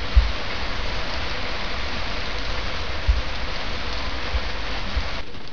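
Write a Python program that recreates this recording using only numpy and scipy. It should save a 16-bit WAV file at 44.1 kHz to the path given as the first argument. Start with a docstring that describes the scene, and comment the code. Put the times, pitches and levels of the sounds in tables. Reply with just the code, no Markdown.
"""A garden beside a brick house, in heavy rain. Countless far drops merge into a wash, nearer ones tick
on leaves, and roof and gutter drum hollowly. Dull thumps echo off the walls over a bed of low air rumble
and gusts. Near the end, a hard cut to a back yard with much lighter rain and two fat plops.
Big close drops crack on leaves and heavy drips ring hollow things in both places."""
import sys
import numpy as np
from scipy import signal
from scipy.fft import rfft, irfft, next_fast_len
from scipy.io import wavfile

SR = 44100
rng = np.random.default_rng(int(sys.argv[2]) if len(sys.argv) > 2 else 0)


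def dump(signal):
    """Clip the signal to [-1, 1] and save it as 16-bit WAV at the path in sys.argv[1]."""
    limited = np.clip(np.atleast_2d(signal).T, -1, 1)
    pcm = np.round(limited * 32767).astype(np.int16)
    wavfile.write(sys.argv[1], SR, pcm)


N = 243784
TIME = np.arange(N) / SR
YARD_CUT_S = 5.209

# Strength of the downpour. Each row: time in seconds, level of the far wash in dB.
RAIN_LEVELS = [(0, -33), (0.7, -31.5), (1.7, -32.1), (2.8, -32.5), (3.4, -33.9), (4.0, -33), (5.2, -33)]
# Colours of the noise beds. Each row: frequency in Hz, relative spectral level in dB.
WASH_COLOUR = [(80, -12.5), (140, -4), (280, -3.5), (410, -8), (540, -4.5), (800, -5), (1000, -4),
               (1500, -6.5), (2200, -5.5), (2900, -8.5), (4600, -10), (5800, -23), (6800, -45), (7600, -57)]
RUMBLE_COLOUR = [(25, -16.5), (45, -0.5), (62, 2), (80, -5), (100, -8.5), (140, -21.5), (250, -47)]
BREEZE_COLOUR = [(12, 0.5), (22, 1.5), (35, -1.5), (55, -13.5), (110, -41.5)]
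YARD_COLOUR = [(20, -1), (70, -5), (160, -10), (300, -13), (700, -18.5), (1500, -20), (4600, -23),
               (5800, -34.5), (7200, -45)]
# Resonances kept ringing by the rain: the low ones are roof and gutter drumming hollowly, while several upper
# ones (about 1.2 to 2.2 kHz) add a fine ripple as from a window recess nearby. Each row: pitch in Hz, width in
# Hz, rms level in dB in average rain.
RINGING_MODES = [(189.6, 30, -49), (269.5, 32, -49.5), (500.4, 30, -44.5), (593, 48, -49.5), (650, 40, -47.5),
                 (951, 46, -51), (1028, 90, -49.5), (1172, 84, -48.5), (1398, 62, -50), (1660, 51, -52),
                 (1780, 56, -52.5), (1870, 43, -52), (2060, 100, -49.5), (2205, 80, -50.5)]
# The biggest close drops. Each row: start in seconds, peak in dB before the trim, ring in Hz,
# spray in dB against the crack.
BIG_DROPS = [(1.138, -15, 4900, -18), (1.311, -21, 4400, -6), (1.646, -18, 3470, -13),
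             (2.257, -21, 4000, -9), (2.385, -17, 4400, -18), (2.452, -19.5, 4300, -8),
             (3.559, -19.5, 4570, -11), (3.927, -19, 4450, -3), (3.975, -21, 4400, -7),
             (5.005, -21, 3900, -13), (5.343, -29, 2400, -6), (5.475, -22, 4000, -22)]
# Heavy drips on hollow things. Each row: start in seconds, level in dB, pitch in Hz.
HOLLOW_DRIPS = [(0.101, -31.5, 191), (0.50, -28, 2185), (1.33, -30, 506), (2.10, -31, 188),
                (2.41, -32, 267), (4.044, -29, 1014), (4.86, -28.5, 196), (5.282, -34, 480)]
# Dull thumps. Each row: start in seconds, envelope peak in dB.
THUMP_HITS = [(0.161, -4), (3.08, -7), (4.338, -14.5), (4.957, -13)]
# Their returns from the house walls. Each row: delay in seconds, gain in dB.
WALL_ECHOES = [(0.043, -12), (0.080, -15), (0.120, -22.5)]
# Fat drips hitting the ground in the yard. Each row: start in seconds, peak in dB.
YARD_PLOPS = [(5.344, -29.5), (5.401, -26)]
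# Gusts on the microphone. Each row: time of the crest in seconds, rise in dB.
GUST_SWELLS = [(0.9, 7), (1.8, 4), (2.5, 5), (3.2, 5), (3.75, 5), (5.1, 5)]


def far_wash(rain_db, flutter_db=0.5, swell_db=0.62):
    """Countless distant drops merge into a hiss that flutters as sheets of rain arrive."""
    return from_db(rain_db + flutter_db * drift(25) + swell_db * drift(4)) * noise(WASH_COLOUR)


def leaf_patter(level_db, per_s=1500, spread_db=1.5, cycles=2.6, clump_db=3.0, tilt_db_per_oct=3.5):
    """Each drop ticks on one of many leaves and dies in a few cycles; small leaves ring highest."""
    pitches_hz = np.geomspace(1100, 5200, num=12)
    per_leaf = per_s / len(pitches_hz) * from_db(clump_db * drift(13))
    ticks = np.zeros(N)
    for hz in pitches_hz:
        leaf = resonate(impacts(per_leaf, spread_db), hz, hz / cycles)
        ticks += from_db(tilt_db_per_oct * np.log2(hz / pitches_hz[0])) * rms_one(leaf)
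    return from_db(level_db) * rms_one(soften(ticks))


def roof_drumming(swing_db, per_s=250, spread_db=2.0):
    """Drops keep the resonances ringing, hollow roof and gutter below and a fine ripple higher up, harder when
    the rain is heavier."""
    drum = np.zeros(N)
    for hz, width_hz, db in RINGING_MODES:
        drum += from_db(db) * rms_one(resonate(impacts(per_s, spread_db), hz, width_hz))
    return drum * from_db(swing_db)


def near_drops(trim_db=-2.0, crack_s=0.0012, spray_s=0.016, grain_db=3.0, stray_count=12):
    """A big drop cracks on a leaf, then its spray patters down around it in uneven grains."""
    # Lesser strays fall at random through the downpour, each on a leaf of its own pitch.
    stray_db, stray_spray_db, leaf_hz, spread_oct = -22.5, -12, 4200, 0.2
    strays = [(YARD_CUT_S * when, stray_db, leaf_hz * 2 ** (spread_oct * (2 * leaf - 1)), stray_spray_db)
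              for when, leaf in rng.random((stray_count, 2))]
    out, age = np.zeros(N), TIME[:SR // 20]
    for s, db, hz, spray_db in strays + BIG_DROPS:
        splash = np.exp(-age / crack_s) + from_db(spray_db) * np.exp(-age / spray_s)
        grains = rng.choice([-1, 1], len(age)) * from_db(grain_db * rng.standard_normal(len(age)))
        tick = soften(resonate(splash * grains, hz, width_hz=2600))
        start = min(round(s * SR), N)
        out[start:start + len(age)] += (from_db(db + trim_db) * tick / np.abs(tick).max())[:N - start]
    return out


def hollow_drips(contact_s=0.0061, t60_at_500_hz_s=0.24):
    """Heavy drips set gutters, tubs and pots ringing briefly; higher notes die sooner."""
    out = np.zeros(N)
    for s, db, hz in HOLLOW_DRIPS:
        age = np.maximum(TIME - s, 0)
        t60_s = t60_at_500_hz_s * (hz / 500) ** -0.26
        attack = 1 - np.exp(-age / contact_s)
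        tail = from_db(db - 60 * np.minimum(age / t60_s, 4))
        out += attack * tail * np.sin(2 * np.pi * hz * age)
    return out


def thumps(boom_hz=55.5, swell_s=0.0075):
    """Something large and hollow booms for about three cycles; the walls send it back."""
    booms = np.zeros(N)
    for s, db in THUMP_HITS:
        age = np.maximum(TIME - s, 0)
        swell = (age / swell_s) ** 2 * np.exp(-np.minimum(age / swell_s, 40))
        booms -= from_db(db) * swell / swell.max() * np.sin(2 * np.pi * boom_hz * age)
    return booms + sum(from_db(db) * np.interp(TIME - delay, TIME, booms) for delay, db in WALL_ECHOES)


def plops(decay_s=0.016):
    """A fat drip lands on the ground with a short, dull splat."""
    out = np.zeros(N)
    for s, db in YARD_PLOPS:
        fade = (TIME >= s) * np.exp(-np.clip((TIME - s) / decay_s, 0, 20))
        splat = resonate(fade * rng.standard_normal(N), hz=170, width_hz=280)
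        out += from_db(db) * splat / np.abs(splat).max()
    return soften(out)


def yard_rain(level_db=-37.5, flutter_db=2.0):
    """A fluttering bed of light rain with a little rumble underneath."""
    return from_db(level_db + flutter_db * drift(30)) * noise(YARD_COLOUR)


def air_rumble(rumble_db=-34, breeze_db=-35, waver_db=0.84, lumps_db=1.5, gust_s=0.18, gust_share=0.27):
    """A low outdoor rumble, and deeper lumps where gusts press on the microphone."""
    gust_db = sum(db * np.exp(-((TIME - s) / gust_s) ** 2) for s, db in GUST_SWELLS)
    rumble = from_db(rumble_db + gust_share * gust_db + waver_db * drift(4.2)) * noise(RUMBLE_COLOUR)
    breeze = from_db(breeze_db + gust_db + lumps_db * drift(7.2)) * noise(BREEZE_COLOUR)
    return rumble + breeze


def impacts(per_s, spread_db):
    """Drops land at random: many small ones, a few large."""
    size = from_db(spread_db * np.minimum(rng.exponential(1, N), 4))
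    return (rng.random(N) < per_s / SR) * size * rng.choice([-1, 1], N)


def resonate(x, hz, width_hz):
    """A resonance with unity gain at its peak."""
    r = np.exp(-np.pi * width_hz / SR)
    feedback = [1, -2 * r * np.cos(2 * np.pi * hz / SR), r * r]
    return signal.lfilter(np.array([1, 0, -1]) * (1 - r * r) / 2, feedback, x + 1e-18)


def soften(x, top_hz=5200):
    """Roll off the top: a wet impact has little above a few kilohertz."""
    return signal.sosfilt(signal.butter(7, top_hz, fs=SR, output="sos"), x)


def noise(colour):
    """Unit-rms noise of the given colour."""
    hz, db = np.transpose(colour)
    size = next_fast_len(N)
    bins_hz = np.maximum(np.arange(size // 2 + 1) * SR / size, 1)
    gain = from_db(np.interp(np.log(bins_hz), np.log(hz), db)) * (bins_hz > 10)
    return rms_one(irfft(rfft(rng.standard_normal(size)) * gain, size)[:N])


def drift(rate_hz):
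    """Smooth random modulation at unit rms, moving mostly slower than rate_hz."""
    hop, run_in = 40, 2000
    r = np.exp(-2 * np.pi * hop * rate_hz / SR)
    slow = signal.lfilter([1], [1, -2 * r, r * r], rng.standard_normal(N // hop + run_in + 2))[run_in:]
    return np.interp(np.arange(N) / hop, np.arange(len(slow)), rms_one(slow))


def from_db(db):
    """Decibels to gain."""
    return 10 ** (np.asarray(db) / 20)


def rms_one(x):
    """Scale to unit rms."""
    return x / np.sqrt(np.mean(x ** 2) + 1e-20)


def scene():
    """The downpour cuts to the yard, with close drops and drips layered over both."""
    rain_db = np.interp(TIME, *np.transpose(RAIN_LEVELS))
    swing_db = rain_db - rain_db.mean()
    patter_db = -39 + 0.44 * swing_db   # the leaves ride only part of the downpour's swing
    downpour = far_wash(rain_db) + leaf_patter(patter_db) + roof_drumming(swing_db)
    garden = downpour + air_rumble() + thumps()
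    yard = yard_rain() + plops()
    return (np.where(TIME < YARD_CUT_S, garden, yard) + near_drops() + hollow_drips())[None]


def record(dry):
    """A small mono microphone with a narrow band; its converter rests a little below zero."""
    stop_hz, stop_db, dc_offset = 7350, 56, -0.05
    return dc_offset + signal.sosfilt(signal.cheby2(12, stop_db, stop_hz, fs=SR, output="sos"), dry)


dry = scene()
out = record(dry)
dump(out)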